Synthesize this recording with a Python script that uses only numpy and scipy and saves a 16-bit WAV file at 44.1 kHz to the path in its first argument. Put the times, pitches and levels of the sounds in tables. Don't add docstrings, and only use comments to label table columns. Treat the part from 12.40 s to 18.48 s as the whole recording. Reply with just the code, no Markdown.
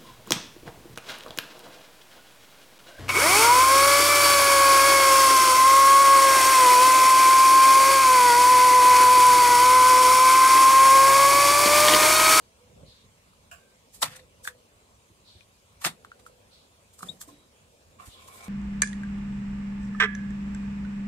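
import sys
import numpy as np
from scipy import signal
from scipy.io import wavfile
from scipy.ndimage import uniform_filter1d

SR = 44100
rng = np.random.default_rng(int(sys.argv[2]) if len(sys.argv) > 2 else 0)


def bounce(signal):
    frames = np.transpose(np.atleast_2d(signal))
    limited = np.clip(frames, -1, 1)
    pcm = np.round(limited * 32767).astype(np.int16)
    wavfile.write(sys.argv[1], SR, pcm)


N = 268216

# frequency in Hz, relative spectral density in dB.
BODY_SPECTRUM = [(240, -64), (400, -12), (721, 4.5), (1420, 6.5), (1560, 1.5), (1810, 7), (3000, 1),
                 (3700, 5.5), (6000, -7.5), (7800, -36)]
# frequency in Hz, relative spectral density in dB.
TREBLE_SPECTRUM = [(2650, -19), (4500, -10), (5600, -8.5), (6820, -4.5), (8230, -1.5), (10100, -6.5),
                   (15100, -12.5), (15600, -25)]
LAG_S = 0.00029


def gain_of(db):
    return 10 ** (np.asarray(db) / 20)


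def evened(x):
    return x / np.sqrt(np.mean(x ** 2) + 1e-20)


def read(points, hz):
    f, value = np.transpose(points)
    return np.interp(np.log(hz + 1), np.log(f + 1), value)


def curve(rows):
    s, *columns = np.transpose(rows)
    t = np.arange(s[0], s[-1], 1 / SR)
    return t, [np.interp(t, s, c) for c in columns]


def add(mix, s, sound, pan_db=0.):
    part = mix[:, round(s * SR):][:, :sound.shape[-1]]
    pan = gain_of([[pan_db / 2], [-pan_db / 2]])
    part += (sound * pan)[:, :part.shape[1]]


def resonate(x, hz, width):
    turn = np.exp(2j * np.pi * np.cumsum(hz * np.ones(x.shape[-1])) / SR)
    r = np.exp(-np.pi * width / SR)
    smooth = signal.lfilter([1 - r], [1, -r], x / turn + 1e-18)
    return 2 * (turn * smooth).real


def noise(spectrum, patchy_db, lag_s):
    # frequency in Hz, left-right likeness from 0 to 1.
    likeness = [(60, 1), (290, 0.75), (640, 0.73), (1400, 0.36), (4000, 0.12)]
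    frames, hz = N // 256 + 5, np.fft.rfftfreq(1024, 1 / SR)[:, None]
    a, b, c, d, patches = rng.standard_normal((frames, len(hz), 5)).T
    patches = uniform_filter1d(patches, size=8, axis=0)
    patches = evened(uniform_filter1d(patches, size=10, axis=1))
    same = np.clip(read(likeness, hz), -1, 1)
    left = a + 1j * b
    shared = same * left * np.exp(-2j * np.pi * hz * lag_s)
    right = shared + np.sqrt(1 - same ** 2) * (c + 1j * d)
    inside = (hz >= spectrum[0][0]) & (hz <= spectrum[-1][0])
    z = np.array([left, right]) * inside * gain_of(read(spectrum, hz) + patchy_db * patches)
    return evened(signal.istft(z, nperseg=1024, noverlap=768)[1][:, :N])


def lumps(per_s, depth_db):
    size = max(round(SR / per_s), 2)
    wander = uniform_filter1d(rng.standard_normal(N), size=size)
    wander = uniform_filter1d(wander, size=size)
    return evened(gain_of(depth_db * evened(wander)))


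def air():
    # time in seconds, rumble level in dB, flutter level in dB.
    gust_rows = [(0, -67.5, -65), (.22, -65.5, -70), (.41, -50.5, -57.5), (.56, -62.5, -69),
                 (1.45, -65, -67), (1.75, -63, -64.5), (2.5, -66, -68), (3.3, -64, -69), (3.64, -64, -62),
                 (4.55, -65, -70), (4.68, -62, -58), (4.82, -64, -69.5), (4.92, -62.5, -64.5),
                 (5.3, -64.5, -68), (6.09, -58, -57.5)]
    # frequency in Hz, relative spectral density in dB.
    rumble_spectrum = [(15, -35), (30, -4), (48, 1.5), (65, -1), (90, 5), (119, -14), (155, -19), (167, -1),
                       (285, -16.5), (320, -49), (420, -70)]
    # frequency in Hz, relative spectral density in dB.
    flutter_spectrum = [(200, -2.5), (330, -12), (520, -3), (800, -13), (1300, -31.5)]
    # frequency in Hz, relative spectral density in dB.
    hush_spectrum = [(200, -61), (330, -10), (520, -8), (780, -12.5), (1000, -7), (1330, -12.5),
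                     (1900, -15), (2330, -11.5), (5300, -16.5), (8320, -15), (15700, -29)]
    hush_db, hush_patchy_db = -63, 2.2
    t = np.arange(N) / SR
    s, rumble_db, flutter_db = np.transpose(gust_rows)
    rumble = noise(rumble_spectrum, 1.6, LAG_S)
    flutter = lumps(40, 1.5) * noise(flutter_spectrum, 1.5, LAG_S)
    gusts = gain_of(np.interp(t, s, rumble_db)) * rumble
    gusts += gain_of(np.interp(t, s, flutter_db)) * flutter
    hush = gain_of(hush_db) * noise(hush_spectrum, hush_patchy_db, LAG_S)
    return gusts * gain_of([[-.6], [.6]]) + hush


def far_tones():
    # start in seconds, end in seconds, frequency in Hz,
    # width of each of two resonances in series in Hz, level in dB.
    tone_rows = [(.17, .46, 497, 21, -62.5), (1.2, 1.366, 1580, 54, -73), (1.69, 1.87, 509.4, 11.4, -61),
                 (1.97, 2.25, 498.6, 26, -62.5), (3.5, 4.0, 496.2, 12, -65),
                 (4.887, 5.08, 3880, 250, -69.5)]
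    out = np.zeros((2, N))
    for start, end, hz, width, db in tone_rows:
        airy = rng.standard_normal((2, round((end - start) * SR)))
        airy = airy + 0.3 * airy[::-1]
        airy = resonate(resonate(airy, hz, width), hz, width)
        add(out, start, gain_of(db) * evened(airy) * signal.windows.tukey(airy.shape[1], .4))
    return out


def bumps():
    # start in seconds, level in dB, pitch in Hz, t60 in seconds.
    bump_rows = [(0.294, -53, 80.4, 0.11), (0.351, -57, 97, 0.15), (0.431, -36.5, 150, 0.034),
                 (0.638, -54.5, 100.7, 0.28), (1.624, -40.5, 122.6, 0.33), (2.697, -48.5, 76, 0.11),
                 (2.947, -51, 85.4, 0.23), (3.456, -35.5, 164, 0.16), (3.464, -30.5, 329, 0.036),
                 (4.627, -44.5, 178.2, 0.37), (4.687, -49.5, 163.6, 0.2), (4.746, -56, 179, 0.2),
                 (4.876, -46.5, 290.8, 0.31), (5.672, -29, 60.6, 0.046)]
    # multiple of its pitch, level in dB, share of its t60.
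    overtones = [(2.28, -10, 0.78), (4.3, -8.5, 0.75)]
    stiff_hz = 900
    t, out = np.arange(0, .4, 1 / SR), np.zeros((2, N))
    pushes = rng.standard_normal((len(bump_rows), 2, len(t)))
    for (s, db, hz, t60), push in zip(bump_rows, pushes):
        decay_s = max(t60, .02)
        push = push + 0.5 * push[::-1]
        shudder = evened(resonate(resonate(push, 1.06 * hz, 4.7 * hz), 0.52 * hz, 1.6 * hz))
        sway = evened(resonate(resonate(push, hz, 0.8 * hz), hz, 0.8 * hz))
        rings = 0
        for multiple, ring_db, share in overtones:
            if multiple * hz < stiff_hz:
                fade = gain_of(ring_db - 60 * t / decay_s * (1 / share - 1))
                rings = rings + fade * np.sin(2 * np.pi * multiple * hz * t)
        unsteady = (0.14 * shudder + 0.4 * sway) * gain_of(20 * t / decay_s)
        wobble = 0.75 * np.sin(2 * np.pi * hz * t) + rings + unsteady
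        onset = (1 - np.exp(-t * hz / 0.18)) ** 2
        add(out, s, gain_of(db - 60 * t / decay_s) * onset * wobble, -1.5)
    return out


def rasps():
    # start in seconds, length in seconds, peak level in dB, starting pitch in Hz.
    rasp_rows = [(0.433, 0.25, -55.5, 4180), (2.831, 0.23, -54.5, 4200), (4.089, .21, -57.5, 4200),
                 (5.665, 0.25, -53, 3680)]
    peak_share, ends_db, sag_hz = 0.25, -14.5, 616
    out = np.zeros((2, N))
    for start, length, peak_db, hz in rasp_rows:
        t, (db, pitch_hz) = curve([(start, peak_db + ends_db, hz),
                                   (start + peak_share * length, peak_db, hz - 0.25 * sag_hz),
                                   (start + length, peak_db + ends_db, hz - sag_hz)])
        breath = rng.standard_normal((2, len(t)))
        hoarse = resonate(resonate(breath, pitch_hz, 1400), pitch_hz, 1400)
        add(out, t[0], gain_of(db) * evened(hoarse) * signal.windows.tukey(len(t), .3))
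    return out


def taps():
    # start in seconds, ring level in dB, ring frequency in Hz, ring t60 in seconds,
    # crack peak level in dB, pan left minus right in dB, delay of the right microphone in milliseconds.
    tap_rows = [(.434, -42, 548, 0.035, -70, -8, 0.3), (0.933, -44, 1230, 0.011, -62, 1, 0.24),
                (1.627, -12.5, 970, 0.014, -9, -6, 0.26), (1.6283, -12, 3780, 0.021, -18, -1, 0.072),
                (1.753, -33, 1740, 0.0071, -47, 7, 0.059), (1.7935, -36, 1870, 0.0091, -52, 6, 0.11),
                (2.052, -24.5, 1650, 0.015, -47, 0, -0.2), (2.0754, -1, 1630, 0.0046, -29, -1, -0.13),
                (2.0758, -20, 3430, 0.0074, -50, 0, -0.075), (2.0796, -31, 1900, .014, -52, 3, -0.01),
                (2.086, -25, 1690, 0.015, -54, 1.5, -0.13), (3.008, -46.5, 2440, 0.029, -46, 13, 0.12),
                (3.4494, 0.5, 1260, 0.0024, -9, 3, 0.091), (3.464, -22, 700, 0.014, -22, 4, 0.087),
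                (3.468, -19, 1750, .008, -26, 8, 0.078), (3.648, -18, 1310, 0.0051, -42, 2, 0.17),
                (3.717, -28, 1415, 0.016, -43.5, 1, 0.21), (3.864, -31, 1340, 0.022, -43, 0, 0.2),
                (4.592, -39, 1270, 0.013, -62, -3, 0.15), (4.607, -31, 1240, 0.012, -57, -4, 0.13),
                (4.63, -17.5, 1260, 0.011, -36, -4, 0.13), (4.814, -28.5, 1670, 0.0091, -40, 0, 0.23),
                (4.888, -42.5, 1045, 0.055, -60, -3, 0.27), (5.599, -36, 1112, 0.029, -65, -10, 0.26),
                (5.884, -37, 1050, 0.038, -59, -1, 0.25), (6.041, -48, 2350, 0.045, -55, -7, .2)]
    lead = 40
    t, out = np.arange(0, .12, 1 / SR), np.zeros((2, N))
    chips = rng.standard_normal((len(tap_rows), len(t))) * np.exp(-t / 3e-4)
    chips[:, 0] = 3
    band = signal.butter(2, [2000, 4600], "bandpass", fs=SR, output="sos")
    cracks = signal.sosfilt(band, chips)
    for (s, ring_db, hz, t60, crack_db, pan_db, late_ms), crack in zip(tap_rows, cracks):
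        decay = gain_of(ring_db - 60 * t / max(t60, .004))
        onset = (1 - np.exp(-t / 0.00065)) ** 2
        ring = decay * onset * np.sin(2 * np.pi * hz * t)
        tap = np.pad(ring + gain_of(crack_db) * crack / abs(crack).max(), (lead, 0))
        late = np.roll(tap, round(late_ms * SR / 1000))
        add(out, s - lead / SR, np.array([tap, late]), pan_db)
    return out


def knock():
    # frequency in Hz, width of each of two resonances in series
    # in Hz, relative level in dB.
    mode_rows = [(688, 89, -5), (1123, 120, -4.5), (1544, 330, -1), (2660, 570, -2), (7340, 550, -10),
                 (6900, 12000, -3.5)]
    start_s, level_db, t60 = 1.113, -42, .24
    t, out = np.arange(0, .3, 1 / SR), np.zeros((2, N))
    echoes = rng.standard_normal((2, len(t))) * lumps(120, 0.73)[:len(t)]
    rings = evened(sum(gain_of(db) * evened(resonate(resonate(echoes, f, w), f, w))
                       for f, w, db in mode_rows))
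    envelope = gain_of(level_db - 60 * t / t60) * (1 - np.exp(-t / 0.00046))
    add(out, start_s, envelope * rings, -3.5)
    return out


def crackles():
    # time of the peak in seconds, body level in dB,
    # treble level in dB, pan left minus right in dB, t60 of the body in seconds.
    crackle_rows = [(1.546, -61, -47.5, -3.5, 0.24), (1.622, -31, -27, 4.5, 0.049),
                    (1.63, -22.5, -22.5, 0, 0.093), (1.66, -43, -47.5, 0, 0.24),
                    (1.723, -50.5, -56, 0, 0.31), (1.764, -52, -45, 1, 0.067), (1.797, -53, -64, 2, 0.042),
                    (2.048, -52, -40, -0.5, 0.15), (2.077, -41, -37.5, 0.5, 0.083),
                    (3.419, -44.5, -45, 1, 0.15), (3.446, -29, -34, -6.5, 0.083),
                    (3.454, -31.5, -29, 4, 0.11), (3.466, -28, -31, -1, 0.089), (3.5, -58, -58, 1, 0.23),
                    (3.65, -59, -61, -3, 0.087), (3.797, -56.5, -60, -1, 0.084),
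                    (3.868, -65, -55, -4, 0.13), (4.539, -69, -55.5, -1.5, 0.15),
                    (4.592, -57.5, -47.5, -0.97, 0.14), (4.628, -50.5, -43.5, 0, 0.095),
                    (4.669, -59, -51.5, -2, 0.43), (4.815, -50, -37.5, -1, 0.11),
                    (4.885, -62.5, -55.5, -2, 0.25), (5.665, -55.5, -50.5, 0, 0.27),
                    (5.88, -56.5, -50, 1, 0.11), (5.975, -60, -54, 1, 0.38), (6.044, -60, -51, -2.5, 0.087)]
    swell_s, swell_share = 0.0014, 0.03
    grit = lumps(630, 1.1) * lumps(230, 0.47)
    body = grit * noise(BODY_SPECTRUM, 2.4, 1e-4)
    treble = np.sqrt(grit) * noise(TREBLE_SPECTRUM, 2.4, 1e-4)
    t, out = np.arange(-.05, .3, 1 / SR), np.zeros((2, N))

    def shape(fibres, rise, t60):
        growth = np.exp(np.minimum(t, 0) / max(rise, 2e-4))
        swell = np.where(t < 0, growth, gain_of(-60 * t / max(t60, .01)))
        return evened(fibres * swell) * np.sqrt(np.mean(swell ** 2))

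    for s, body_db, treble_db, pan_db, t60 in crackle_rows:
        at = (round((s + t[0]) * SR) + np.arange(len(t))) % N
        rise = swell_s + swell_share * t60
        rush = gain_of(body_db) * shape(body[:, at], 0.76 * rise, t60)
        rush += gain_of(treble_db) * shape(treble[:, at], 1.12 * rise, 0.85 * t60)
        add(out, s + t[0], rush, pan_db)
    return out


def chirp():
    # time in seconds, pitch in Hz, rms level of the fundamental in dB.
    chirp_rows = [(4.683, 3290, -48), (4.694, 3730, -33), (4.703, 3857, -40), (4.712, 3800, -65)]
    overtone_db = -20.5
    out = np.zeros((2, N))
    t, (hz, db) = curve(chirp_rows)
    turn = 2 * np.pi * np.cumsum(hz) / SR
    whistle = np.sin(turn) + gain_of(overtone_db) * np.sin(2 * turn)
    whistle = np.sqrt(2) * gain_of(db) * whistle
    add(out, t[0], whistle * signal.windows.tukey(len(t), .3), 9.)
    return out


def rub():
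    # time in seconds, hollow hum level in dB.
    rub_rows = [(5.585, -65), (5.6, -50), (5.635, -50.5), (5.72, -73), (5.77, -60), (5.795, -50.5),
                (5.83, -54), (5.845, -56), (5.87, -59), (5.92, -54.5), (5.945, -53.5), (5.99, -54),
                (6.03, -48), (6.09, -51)]
    # frequency in Hz, width in Hz, gain in dB.
    mode_rows = [(337, 68, 7), (710, 110, -2), (1053, 35, 7), (2280, 124, -4.5)]
    hiss_db = -58.5
    t, (hum_db,) = curve(rub_rows)
    slips = lumps(60, 1.3) * lumps(270, 1.6) * noise(BODY_SPECTRUM, 2.7, LAG_S)
    slips = slips[:, :len(t)]
    hum = sum(gain_of(db) * resonate(slips, f, w) for f, w, db in mode_rows) + 0.099 * slips
    hiss = lumps(200, 1.2) * lumps(28, 3.1) * noise(TREBLE_SPECTRUM, 3.5, LAG_S)
    hiss = hiss[:, :len(t)]
    fade_in = signal.windows.tukey(2 * len(t), .06)[:len(t)]
    out = np.zeros((2, N))
    rubbed = gain_of(hum_db) * evened(hum) + gain_of(hiss_db) * evened(hiss) * fade_in
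    add(out, t[0], rubbed, -1.5)
    return out


def thicket(x, t60, dull_hz):
    t = np.arange(0, .25, 1 / SR)
    signs = rng.choice([-1., 1.], (2, len(t)))
    sparse = rng.random((2, len(t))) < .06
    tail = signs * sparse * gain_of(-60 * t / t60) * (t > .002)
    tail = signal.lfilter(*signal.butter(1, dull_hz, fs=SR), tail)
    return signal.fftconvolve(x, tail / np.linalg.norm(tail[0]), axes=1)[:, :N]


def scene():
    knocks = taps()
    songs = far_tones() + rasps() + chirp()
    near = bumps() + knocks + knock() + crackles() + rub()
    tails = gain_of(-16.0) * thicket(knocks, 0.11, 1940) + gain_of(-17.5) * thicket(songs, 0.098, 6000)
    return air() + near + songs + tails


def record(dry):
    edge_hz = 15760
    heard = signal.sosfilt(signal.butter(3, 42, "highpass", fs=SR, output="sos"), dry)
    lowpass = signal.firwin(511, edge_hz, window=("kaiser", 9), fs=SR)
    return signal.oaconvolve(heard, lowpass[None], "same")


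dry = scene()
out = record(dry)
bounce(out)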